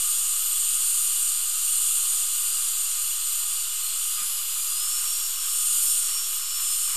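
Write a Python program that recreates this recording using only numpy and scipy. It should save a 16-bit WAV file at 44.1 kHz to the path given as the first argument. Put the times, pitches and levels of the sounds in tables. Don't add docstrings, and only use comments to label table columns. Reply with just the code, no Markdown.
import sys
import numpy as np
from scipy import signal
from scipy.fft import rfft, irfft
from scipy.io import wavfile
from scipy.ndimage import uniform_filter1d

SR = 44100
rng = np.random.default_rng(int(sys.argv[2]) if len(sys.argv) > 2 else 0)


def volts_from_decibels(level):
    exponent = np.asarray(level, float) / 20
    return 10 ** exponent


def int16_out(signal):
    q = np.round(np.clip(np.atleast_2d(signal).T, -1, 1) * 32767)
    wavfile.write(sys.argv[1], SR, q.astype(np.int16))


N = 306936
T = np.arange(N) / SR
HZ = np.arange(N // 2 + 1) * SR / N

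# time_s, shaft_rate_hz
SHAFT_SPEED = [(0, 4608), (.6, 4241), (1.15, 4630), (1.76, 4479), (2.42, 4705), (2.63, 4900), (2.82, 4720),
               (3.86, 4736), (4.31, 5142), (4.7, 4807), (4.88, 5352), (5.19, 5632), (5.82, 5342),
               (6.02, 5525), (6.26, 5508), (6.96, 5365)]
# middle_s, length_s, sag_hz
BUR_BITES = [(.206, .33, 39), (.704, .07, 54), (2.917, .09, 89), (3.121, .2, 190), (3.237, .547, 377),
             (3.861, .848, 420), (3.919, .183, 128), (4.463, .128, 83), (5.343, .507, 106),
             (5.665, .183, 83), (6.44, .36, 85), (6.715, .359, 158)]
# time_s, shaft_tone_db, octave_db
GRIP_LEVELS = [(0, -58, -48), (.39, -57, -33), (2.38, -56, -44), (2.52, -43, -45), (2.65, -47, -35),
               (4.73, -45, -35.5), (4.8, -38, -61), (5.6, -42, -61), (6.96, -41, -57)]
# middle_s, length_s, shaft_change_db, octave_change_db
HEAD_TURNS = [(.43, .2, -4, -15), (.63, .2, 3, 3), (1.3, 1.3, 0, -12), (2.09, .6, 0, -5),
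              (2.76, .19, 0, -10), (2.9, .4, -16, -4), (3.15, .22, -8, -11), (3.36, .42, -11, -1),
              (3.74, .26, -14, -12), (3.89, .1, 3, 4), (3.98, .14, -2, -9), (4.05, .12, -8, 0),
              (4.17, .11, 0, -8), (4.33, .3, -2, -2), (4.46, .18, -6, -8), (4.57, .1, -10, 0),
              (4.89, .12, -4, 0), (5.02, .12, -6, 0), (5.11, .14, 2, 0), (5.32, .1, -9, 5),
              (5.7, .25, -6, 9), (5.79, .1, -16, 14), (5.91, .12, 4, 0), (5.98, .07, -4, 0),
              (6.16, .3, 5, 0), (6.31, .11, -7, 6), (6.39, .32, -2, 14), (6.57, .18, 5, 0),
              (6.71, .3, 1, 12), (6.79, .13, -6, 0)]
# multiple_of_shaft_rate, start_s, end_s, level_db
BEARING_LINES = [
    (1.195, 0, .7, -59),
    (1.195, 1.1, 1.7, -60),
    (1.195, 2.3, 4.3, -60),
    (1.195, 5.05, 5.3, -55),
    (.798, .1, 2.3, -58),
    (1.398, .5, 1.1, -60),
    (1.797, .3, 2.1, -52),
    (1.797, 3.3, 4.1, -53),
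    (.595, 5.4, 6.4, -56),
    (.333, 5.85, 6.15, -66),
]

BAND_EDGES = (140, 900, 2500, 6300, 8300, 10800, 15000)
# frequency_hz, density_db_per_hz
SPRAY_OUTLINE = [(6300, -71), (7004, -57), (7786, -62), (8656, -60), (9623, -59), (10699, -72),
                 (11894, -62), (13223, -63), (14000, -72), (14420, -72), (14600, -83), (14700, -92),
                 (14740, -135)]
# centre_hz, width_hz, gain_db
SPRAY_RESONANCES = [(6491, 215, -2), (6593, 84, 3), (7040, 123, -3), (7316, 59, 2), (7820, 388, 2),
                    (8184, 114, -3), (8305, 83, -4), (8690, 388, 6), (9194, 118, -3), (9338, 129, 1),
                    (9587, 129, -4), (10007, 273, 2), (10157, 129, -3), (10487, 114, -3), (10725, 194, 3),
                    (10914, 215, -2), (11047, 388, -3), (11412, 179, 2), (12775, 689, -2), (13632, 388, -4),
                    (13869, 235, 1)]
# time_s, splash_db
SPLASH_LEVELS = [(0, -24.5), (.32, -25), (1.08, -23), (1.47, -26.5), (1.88, -23), (2.24, -26), (3.22, -28),
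                 (3.72, -30.5), (4.07, -27), (4.45, -31), (4.98, -26.5), (5.36, -30), (5.72, -22.5),
                 (5.95, -23), (6.15, -28), (6.45, -31.5), (6.72, -25), (6.96, -27)]
# level_at_usual_splash_db, gain_db_per_splash_db
SPLASH_FOLLOWING = [
    (-32, 0.62),
    (-30.5, 1.11),
    (-35.5, 0.48),
    (-37, 0.2),
]
# middle_s, length_s, body_gain_db, top_gain_db
HAND_STROKES = [(.12, .25, 0.5, 1), (.47, .3, -1, 2.5), (.65, .2, -1, 0), (1.05, .2, -0.5, 1.5),
                (1.28, .2, 0.5, 0), (1.75, 0.43, 1, 0.5), (2.13, .2, 1, 0), (2.44, 0.44, 2, 1.5),
                (2.8, .22, 0, 0), (3.07, .22, 0, 1.5), (3.34, .22, 0.5, 2), (3.5, .3, 1, 1),
                (3.87, 0.13, 0, 2), (4.08, 0.24, -1.5, 1), (4.35, 0.29, 0, 2.5), (4.62, .3, 0.5, 2),
                (4.87, .2, 0, 0.5), (5.26, .25, 0, 2), (5.62, .2, 0.5, 1.5), (5.86, .35, -0.5, 3),
                (6.35, .2, 1, 2.5)]
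# frequency_hz, density_db_per_hz
EXHAUST_OUTLINE = [(2500, -71), (3150, -69), (3969, -70), (5000, -71), (6300, -71)]
# centre_hz, width_hz, gain_db
EXHAUST_RESONANCES = [(2513, 47, -7), (2640, 65, -3), (2738, 39, 2), (2910, 150, 5), (3110, 65, 4),
                      (3157, 63, -5), (3243, 108, -3), (3381, 194, 4), (3651, 97, -4), (3808, 28, -3),
                      (3913, 63, -5), (3957, 49, 3), (4163, 64, 4), (4234, 65, -6), (4270, 92, 5),
                      (4618, 52, 3), (4678, 27, -3), (4708, 65, -7), (4778, 90, 4), (4901, 123, 4),
                      (4947, 27, 0), (5129, 65, -3), (5300, 161, -2), (5475, 345, -2), (5699, 114, 4),
                      (5833, 35, 3), (6103, 44, -3), (6182, 67, -4)]
# frequency_hz, density_db_per_hz
HOSE_OUTLINE = [(150, -135), (222, -125), (256, -95), (431, -92), (612, -90), (870, -88), (1237, -71),
                (1759, -84), (2500, -78)]
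# centre_hz, width_hz, gain_db
HOSE_RESONANCES = [(908, 13, -4), (981, 19, 4), (1053, 20, -7), (1088, 32, 4), (1121, 17, -5),
                   (1152, 32, 5), (1178, 32, -4), (1273, 17, 3), (1353, 23, -8), (1429, 54, 7),
                   (1464, 24, -11), (1561, 17, 7), (1582, 23, -9), (1635, 59, 4), (1710, 32, -5),
                   (1754, 27, 5), (1806, 52, -6), (1834, 32, 6), (1877, 27, -8), (1899, 172, 3),
                   (2034, 32, -4), (2092, 52, 4), (2187, 34, -6), (2240, 15, -4), (2353, 17, -3),
                   (2424, 97, 5), (1223, 14, 6), (838, 20, 5)]
# middle_s, length_s, gain_db
HOSE_GULPS = [(.06, 0.08, 1.5), (2.1, .1, 1), (4.21, .12, 5), (4.55, 0.15, 1.5), (4.87, .1, 3),
              (5.04, 0.27, 2.5), (5.44, .12, 2.5), (5.7, .15, 0.5), (6.16, 0.45, 2), (6.61, .12, 3.5),
              (6.96, 0.24, 6)]

# frequency_hz, density_db_per_hz
RUMBLE_OUTLINE = [(5.9, -30), (10, -12), (16, -9), (19, -16), (25, -11.5), (33, -23), (70, -24.5),
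                  (140, -52.5), (180, -81), (310, -120)]
# time_s, level_db
TOP_SPURTS = [
    (.705, -56),
    (.862, -47),
    (5.9, -46),
]
# time_s, peak_db
STAND_BUMPS = [(2.118, -74), (2.594, -72), (2.715, -66), (3.18, -84), (3.519, -69), (3.607, -79),
               (3.717, -64), (4.033, -68), (4.173, -64), (4.21, -51), (4.268, -76), (4.335, -68.5),
               (4.545, -76), (4.595, -70), (4.645, -68), (4.714, -72), (4.873, -73), (5.222, -67),
               (5.449, -76), (6.284, -64.5), (6.357, -74), (6.44, -70), (6.52, -75), (6.6, -70),
               (6.756, -72)]
# time_s, peak_db, pitch_hz
STAND_THUDS = [
    (2.79, -71, 110),
    (3.185, -68, 150),
    (3.62, -66, 130),
    (4.215, -59, 100),
    (4.35, -65, 130),
    (4.1, -70, 170),
    (5.1, -74, 190),
]


def rows(table):
    s, *columns = np.transpose(table)
    return [np.interp(T, s, c) for c in columns]


def swells(table):
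    s, length, *columns = np.transpose(table)
    coarse = T[::100]
    phase = np.pi * np.clip((coarse[:, None] - s) / length, -.5, .5)
    shape = np.cos(phase) ** 2
    return [np.interp(T, coarse, shape @ c) for c in columns]


def walk(rate):
    hold = int(SR / rate)
    steps = np.repeat(rng.standard_normal(N // hold + 1), hold)
    return 1.215 * uniform_filter1d(uniform_filter1d(steps, hold), hold)[:N]


def hiss(outline, path, lo_hz, hi_hz, flicker_db, rate, parts=4):
    hz, db = np.transpose(outline)
    colour = np.interp(np.log(HZ + 1), np.log(hz), db)
    for centre, width, gain in path:
        colour = colour + gain / (1 + (2 * (HZ - centre) / width) ** 2)
    edges = np.geomspace(lo_hz, hi_hz, parts + 1)
    below = [np.clip(.5 + (e - HZ) / (e / 20), 0, 1) for e in edges]
    spectrum = rfft(rng.standard_normal(N)) * volts_from_decibels(colour) / np.sqrt(below[-1] - below[0] + 1e-9)
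    out = np.zeros(N)
    for under, over in zip(below, below[1:]):
        out = out + volts_from_decibels(flicker_db * walk(rate)) * irfft(spectrum * (over - under), N)
    return out / np.std(out)


def rotor():
    inertia_s, waver_hz, waver_db = .08, 4, 1.3
    hz = rows(SHAFT_SPEED)[0] - swells(BUR_BITES)[0]
    hz = uniform_filter1d(hz, size=int(inertia_s * SR)) + waver_hz * walk(60)
    angle = 2 * np.pi * np.cumsum(hz) / SR
    out = np.zeros(N)
    tones_db = np.add(rows(GRIP_LEVELS), swells(HEAD_TURNS))
    for order, db in enumerate(tones_db, start=1):
        out = out + volts_from_decibels(db + waver_db * walk(30)) * np.sin(order * angle)
    for order, start, end, db in BEARING_LINES:
        gate = np.clip(np.minimum(T - start, end - T) / 0.036, 0, 1)
        out = out + gate * volts_from_decibels(db + 3.3 * walk(12)) * np.sin(order * angle)
    return np.sqrt(2) * out


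def followed_db():
    usual_db = -27
    excess_db = rows(SPLASH_LEVELS)[0] - usual_db
    return [db + share * excess_db for db, share in SPLASH_FOLLOWING]


def spray():
    low_db, middle_db, top_db, _ = followed_db()
    body_stroke, top_stroke = swells(HAND_STROKES)
    levels_db = [low_db + 0.37 * body_stroke, middle_db + body_stroke, top_db + top_stroke]
    gust = volts_from_decibels(0.98 + 0.34 * walk(14))
    out = np.zeros(N)
    for db, lo, hi in zip(levels_db, BAND_EDGES[3:], BAND_EDGES[4:]):
        out = out + volts_from_decibels(db) * hiss(SPRAY_OUTLINE, SPRAY_RESONANCES, lo, hi, 0.45, 12, parts=2)
    return gust * out


def exhaust():
    noise = hiss(EXHAUST_OUTLINE, EXHAUST_RESONANCES, BAND_EDGES[2], BAND_EDGES[3], 0.45, 10)
    return volts_from_decibels(followed_db()[3]) * noise


def suction_hose():
    noise = hiss(HOSE_OUTLINE, HOSE_RESONANCES, BAND_EDGES[1], BAND_EDGES[2], 0.41, 11, parts=3)
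    return volts_from_decibels(-47.5 + swells(HOSE_GULPS)[0]) * noise


def ventilation():
    noise = hiss(HOSE_OUTLINE, HOSE_RESONANCES, BAND_EDGES[0], BAND_EDGES[1], 1.0, 6.6, parts=3)
    return volts_from_decibels(-64.5) * noise


def rumble():
    return volts_from_decibels(-64 + 3.5) * hiss(RUMBLE_OUTLINE, [], 9.4, BAND_EDGES[0], 1.7, 2.8)


def mains_hum():
    mains_hz, peak_db = 57.7, -73.5
    return volts_from_decibels(peak_db + 2.2 * walk(9)) * np.sin(2 * np.pi * mains_hz * T)


def top_spurts():
    outline = [(14600, -40), (14700, 0), (15150, -1), (15330, -16), (15380, -60)]  # Hz, dB per Hz
    thin = hiss(outline, [], 14000, 16000, 0, 9, parts=1)
    return thin * sum(volts_from_decibels(db) * np.exp(-((T - s) / 0.015) ** 2) for s, db in TOP_SPURTS)


def stand_bumps():
    bump_hz, bump_s = 202, 0.0115
    bumps = [(s + bump_s, db, bump_hz) for s, db in STAND_BUMPS]
    out = np.zeros(N)
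    for s, db, hz in bumps + list(STAND_THUDS):
        length = bump_s * volts_from_decibels(-.4 * (db + 72.5))
        pitch = hz * (1 + 0.068 * rng.standard_normal())
        envelope = np.exp(-((T - s) / length) ** 2)
        out = out + volts_from_decibels(db) * np.cos(2 * np.pi * pitch * (T - s)) * envelope
    return out


def mismatch(x):
    side_share = .035
    hz, s, cells = signal.stft(np.roll(x, N // 2), SR, nperseg=2048)
    chosen = rng.random((len(hz) // 32 + 1, len(s))) < side_share
    patch = np.repeat(chosen, 32, axis=0)[:len(hz)]
    treble = hz[:, None] > 1800
    return signal.istft(cells * patch * treble, SR, nperseg=2048)[1][:N]


def scene():
    whine = rotor()
    noise_bed = spray() + exhaust() + suction_hose() + ventilation()
    stand = rumble() + mains_hum()
    noise_bed = noise_bed + top_spurts()
    stand = stand + stand_bumps()
    mid = whine + noise_bed + stand
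    side = volts_from_decibels(-13) * mismatch(noise_bed)
    return np.array([mid + side, mid - side])


def low_pass(x):
    return signal.sosfilt(signal.butter(12, 15460, fs=SR, output="sos"), x)


def record(dry):
    mix = dry + .01075
    return low_pass(mix)


dry = scene()
out = record(dry)
int16_out(out)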